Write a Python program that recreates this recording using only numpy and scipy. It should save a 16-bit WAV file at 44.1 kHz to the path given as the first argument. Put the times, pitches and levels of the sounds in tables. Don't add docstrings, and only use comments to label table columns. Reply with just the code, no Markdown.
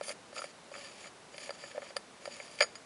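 import sys
import numpy as np
from scipy import signal
from scipy.fft import rfft, irfft
from scipy.io import wavfile

SR = 44100
rng = np.random.default_rng(int(sys.argv[2]) if len(sys.argv) > 2 else 0)


def output_pcm(signal):
    pcm = np.clip(np.atleast_2d(signal).T, -1, 1) * 32767
    wavfile.write(sys.argv[1], SR, np.round(pcm).astype(np.int16))


N = 125685
HZ = np.fft.rfftfreq(N, 1 / SR)

FORCE_BANDS_HZ = (600, 1300, 2300, 4700, 9300)
# f/Hz; then for each, level/dB, t60/s
CASE_HZ = (568, 625, 725, 1275, 1345, 1760, 1962, 2140, 2272, 2358, 2854, 3080, 4640, 4735, 7050, 9305,
           10280)
CASE_MODES = [(8, .035), (-3, 0.031), (-4, 0.031), (0.5, 0.027), (-2.5, 0.037), (2, 0.033), (-2, 0.027),
              (-1, 0.028), (3, 0.019), (-2, 0.018), (-5, 0.028), (1, 0.017), (2.5, 0.016), (3.5, 0.028),
              (-6, 0.014), (-8.5, 0.058), (-9, 0.0083)]
# f/Hz; then for each, level/dB, t60/s
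LID_HZ = (4930, 6709, 6880, 9240, 9300)
LID_MODES = [(0.5, 0.067), (-6, 0.08), (-3.5, 0.089), (-14, .05), (-15.5, .1)]


def amp(db):
    return 10 ** (np.asarray(db) / 20)


def unit(x):
    return x / np.sqrt(np.mean(x ** 2) + 1e-20)


def curve_db(curve, hz):
    f, db = np.transpose(curve)
    return np.interp(np.log(hz + 1), np.log(f), db)


def colour(x, curve):
    return irfft(rfft(x) * amp(curve_db(curve, np.fft.rfftfreq(len(x), 1 / SR))), len(x))


def wander(corner_hz):
    return unit(irfft(rfft(rng.standard_normal(N)) / (1 + (HZ / corner_hz) ** 2), N))


def add(mix, start_s, sound):
    part = mix[max(round(start_s * SR), 0):][:len(sound)]
    part += sound[:len(part)]


def ring(hz, modes, force_db, contact_s):
    db, t60 = np.transpose(modes)[:, :, None]
    t = np.arange(SR // 5) / SR
    envelopes = amp(db + np.reshape(force_db, (-1, 1))) * np.exp(-np.log(1000) * t / t60)
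    sines = envelopes * np.sin(2 * np.pi * np.outer(hz, t))
    return sines.sum(0) * (1 - np.exp(-t / contact_s))


def case_ring(band_db, contact_s, spot_db=0):
    force_db = curve_db(list(zip(FORCE_BANDS_HZ, band_db)), np.array(CASE_HZ))
    return ring(CASE_HZ, CASE_MODES, force_db + spot_db, contact_s)


def nail_catches(crunch_db=3, crunch_t60_s=0.025, spot_spread_db=1.8):
    # t/s, thud/dB, knock/dB, clack/dB, tick/dB, ping/dB, lid ring/dB, contact time/s
    catches = [ (.011, -38, -38, -48, -52.5, -53, -72, 0.00022),
               (0.0817, -38, -42, -54, -44, -45, -68, 0.0017),
               (0.0927, -44, -42, -46, -37, -49, -64, 0.00063),
               (.1025, -36, -44, -43, -53, -53, -68, 0.0014), (.1135, -53, -54, -36, -69, -54, -57, .001),
               (.3285, -45, -48, -58, -68, -70, -75, 0.00085), (.364, -49, -36, -56, -47, -58, -60, 0.0012),
               (.372, -41.5, -50, -50, -58, -56, -66, 0.0015), (.38, -50, -43, -48, -46, -56, -46, 0.0011),
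               (.391, -44, -34.5, -56, -49, -58, -45, 0.00091),
               (.419, -49.5, -34, -49, -58, -55, -60, 0.00017),
               (0.441, -36.5, -42, -38, -52, -47, -57, 0.001), (.716, -44, -52, -65, -58, -72, -75, .001),
               (.74, -49, -41, -39, -74, -62, -70, 0.0014), (.752, -44, -38, -38.5, -60, -66, -70, 0.0025),
               (0.7612, -46.5, -46, -49, -49, -58, -71, .0008), (.78, -52, -47, -51, -56, -67, -70, 0.0011),
               (1.042, -51, -60, -39, -60, -60, -70, .002), (1.057, -45, -41, -46, -65, -62, -70, 0.0026),
               (1.075, -58, -63, -46, -53, -54, -62, .001),
               (1.343, -42.5, -59, -41.5, -52, -68, -72, 0.0028),
               (1.3805, -43, -54, -40.5, -37.5, -53, -56, 0.00089),
               (1.493, -37, -47.5, -41, -51, -64, -72, 0.00043),
               (1.5055, -41, -39.5, -48.5, -40, -47.5, -65, 0.00039),
               (1.6375, -39, -38, -37.5, -54, -66, -74, 0.0039),
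               (1.713, -61, -50, -47.5, -50, -66, -75, 0.00082),
               (1.748, -39, -53, -58, -62, -70, -75, 0.0028), (1.756, -36, -50, -46, -62, -70, -75, 0.0035),
               (1.768, -38, -51, -45, -67, -70, -75, 0.0035),
               (1.778, -26.5, -42, -44.5, -54, -67, -75, 0.0018),
               (1.819, -39.5, -45, -40, -74, -68, -72, 0.0025),
               (1.828, -41, -47, -50, -69, -68, -74, 0.0016),
               (1.866, -49.5, -58, -47, -61, -70, -72, 0.0018),
               (1.9055, -44.5, -53, -48.5, -61, -68, -72, 0.00095),
               (1.962, -37.5, -72, -47, -54, -57, -72, 0.0014),
               (1.966, -35, -32.5, -38, -30.5, -35, -56, 0.00072),
               (2.2553, -44.5, -41.5, -41, -46, -48, -48.5, 0.00062),
               (2.2759, -35, -51, -52, -50, -64, -70, 0.0013),
               (2.4003, -42, -47, -32.5, -66, -62, -66, 0.002),
               (2.588, -52, -56, -35, -38.5, -46, -58, 0.0018),
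               (2.6014, -45, -52, -40, -48, -49, -62, 0.00061),
               (2.606, -32.5, -28, -24, -22, -35, -48, 0.00046),
               (2.6094, -21.5, -26.5, -17.5, -35, -38, -36, 0.00098),
               (2.616, -35.5, -39, -25, -40, -52, -28.5, 0.0013),
               (2.6215, -31.5, -29, -33.5, -22.5, -33, -28, 0.0011),
               (2.626, -30, -28.5, -22.5, -44, -44, -57, 0.0011),
               (2.636, -40.5, -31.5, -51, -33, -56, -64, 0.00083),
               (2.642, -44, -35.5, -53, -54, -64, -65, 0.00057),
               (2.7542, -65, -47.5, -46, -45.5, -55, -44, 0.00063)]
    # f/Hz, level/dB
    crunch_eq = [(60, -32), (300, -22), (430, -21), (580, -8), (950, -9), (1310, 2), (1520, -11), (1780, 8),
                 (2050, -4), (2330, 0.5), (2650, -4), (3080, 4.5), (3900, -8.5), (4700, 1), (5300, -5),
                 (6100, -11), (7200, -3), (8300, -11.5), (10300, -0.5), (11000, -17)]
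    out, t = np.zeros(N), np.arange(SR // 5) / SR
    for start_s, *band_db, lid_db, contact_s in catches:
        spot_db = spot_spread_db * rng.standard_normal(len(CASE_MODES))
        crunch = unit(colour(rng.standard_normal(len(t)), crunch_eq))
        crunch = colour(crunch, list(zip(FORCE_BANDS_HZ, band_db)))
        envelope = np.exp(-np.log(1000) * t / crunch_t60_s) * (1 - np.exp(-t / contact_s))
        case = case_ring(band_db, contact_s, spot_db)
        lid = ring(LID_HZ, LID_MODES, lid_db, contact_s)
        add(out, start_s, amp(crunch_db) * crunch * envelope + case + lid)
    return out


def slip_grains(per_s=12000, spread_db=2):
    size = amp(spread_db * np.minimum(rng.exponential(1, N), 5))
    return size * rng.choice([-1, 1], N) * (rng.random(N) < per_s / SR)


def seam_scrapes(stick_db=2.56, stick_hz=128, contact_s=0.0013):
    # t/s, rasp/dB, fizz/dB
    strokes = [
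        [(.02, -57, -72), (.036, -46.5, -53), (.068, -50, -46.5), (.092, -46, -47.5), (.124, -45, -49),
         (.14, -65, -78)],
        [(.325, -70, -76), (.352, -51.5, -54), (.366, -46.5, -59), (.389, -43, -65), (.403, -53, -52),
         (.416, -52.5, -53.5), (.452, -52, -60), (.47, -57.5, -65), (.515, -55.5, -75)],
        [(.712, -67, -72), (.745, -51, -63), (.80, -51, -68), (.85, -49.5, -67), (.90, -55, -70),
         (.97, -56, -69), (1.004, -51, -61), (1.075, -52, -65), (1.095, -70, -77)],
        [(1.32, -58, -77), (1.376, -58, -57.5), (1.41, -49.5, -59), (1.43, -46.5, -62), (1.455, -53, -57.5),
         (1.475, -49.5, -61), (1.515, -70, -75), (1.54, -52, -66), (1.58, -61, -76)],
        [(1.58, -55, -72), (1.622, -50.5, -75), (1.68, -52, -71), (1.722, -56.5, -64), (1.762, -60, -80),
         (1.80, -62, -77), (1.816, -55.5, -71), (1.90, -54.5, -70), (1.935, -74, -81)],
        [(2.21, -59, -76), (2.246, -57.5, -62), (2.295, -56.5, -69), (2.322, -48.5, -68), (2.37, -53, -62),
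         (2.445, -53.5, -62), (2.49, -55, -65), (2.555, -51.5, -58), (2.58, -60, -70), (2.592, -45, -55),
         (2.604, -59, -75)],
    ]
    # f/Hz, level/dB
    rasp_eq = [(150, -26), (600, -20), (1000, -9), (1300, -5.5), (1520, -31), (1780, 8.5), (2000, -4.5),
               (2350, 7.5), (2700, 0), (3300, 1.5), (3900, -7.5), (4400, -1), (4750, 0.5), (5200, -0.5),
               (6200, -11), (7000, -5), (8000, -10.5), (11000, -31)]
    fizz_eq = [(100, -40), (4000, -25), (6300, 2), (8200, -14), (8900, -1), (9300, 8.5), (9800, -1),
               (10350, 1.5), (11000, -5)]
    friction_db = (0.5, -1, -6, 0.5, -8)
    t, rasp_level, fizz_level = np.arange(N) / SR, np.zeros(N), np.zeros(N)
    for stroke in strokes:
        times, rasp_db, fizz_db = np.transpose(stroke)
        sliding = (t >= times[0]) & (t < times[-1])
        rasp_level += sliding * amp(np.interp(t, times, rasp_db))
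        fizz_level += sliding * amp(np.interp(t, times, fizz_db))
    spurts = amp(stick_db * wander(stick_hz))
    slips = unit(slip_grains() * spurts)
    rasp = amp(-2.5) * rasp_level * unit(colour(slips, rasp_eq))
    fizz = amp(2) * fizz_level * unit(colour(slip_grains() * spurts, fizz_eq))
    out = rasp + fizz + singing_rim(unit(slip_grains()) * rasp_level)
    case = case_ring(friction_db, contact_s)
    lid = ring(LID_HZ, LID_MODES, 0, contact_s)
    for body, db in (case, -6.5), (lid, -25):
        out += amp(db) * signal.fftconvolve(slips * rasp_level, body / np.linalg.norm(body))[:N]
    return out


def singing_rim(friction, swell_db=5.5, swell_hz=9):
    # f/Hz, width/Hz, level/dB relative to the friction
    resonances = [(4750, 230, -13.5), (6820, 220, -14.5), (7340, 300, -22), (10250, 230, -20)]
    out = np.zeros(N)
    for hz, width_hz, db in resonances:
        peak = unit(1 / (1 + (2 * (HZ - hz) / width_hz) ** 2))
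        level = amp(db + swell_db * np.tanh(wander(swell_hz)))
        out += level * irfft(rfft(friction) * peak, N)
    return out


def room(x, tail_db=-22, t60_s=0.3, onset_s=0.0033):
    # delay/s, gain
    echoes = [(.0019, 0.067), (.0043, 0.05)]
    t = np.arange(SR // 2) / SR
    tail = rng.standard_normal(len(t)) * np.exp(-np.log(1000) * t / t60_s) * np.minimum(t / onset_s, 1)
    response = amp(tail_db) * tail / np.linalg.norm(tail)
    for delay_s, gain in echoes:
        add(response, delay_s, np.array([gain]))
    return x + signal.fftconvolve(x, response)[:N]


def room_tone(level_db=-54.5):
    # f/Hz, level/dB
    hush_eq = [(25, -25), (60, -16), (130, -7), (210, -2), (320, -3), (550, -2), (900, -4.5), (1800, -9.5),
               (3000, -12.5), (5000, -15), (8000, -18.5), (11000, -20.5)]
    return amp(level_db) * unit(colour(rng.standard_normal(N), hush_eq))


def scene(low_cut_hz=490):
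    hush = room_tone()
    low_cut = signal.butter(3, low_cut_hz, "high", fs=SR, output="sos")
    watch = signal.sosfilt(low_cut, nail_catches() + seam_scrapes())
    return (room(watch) + hush)[None]


def record(dry, high_cut_hz=11030):
    high_cut = signal.firwin(701, high_cut_hz, window=("kaiser", 8), fs=SR)
    return signal.oaconvolve(dry, high_cut[None], "same")


dry = scene()
out = record(dry)
output_pcm(out)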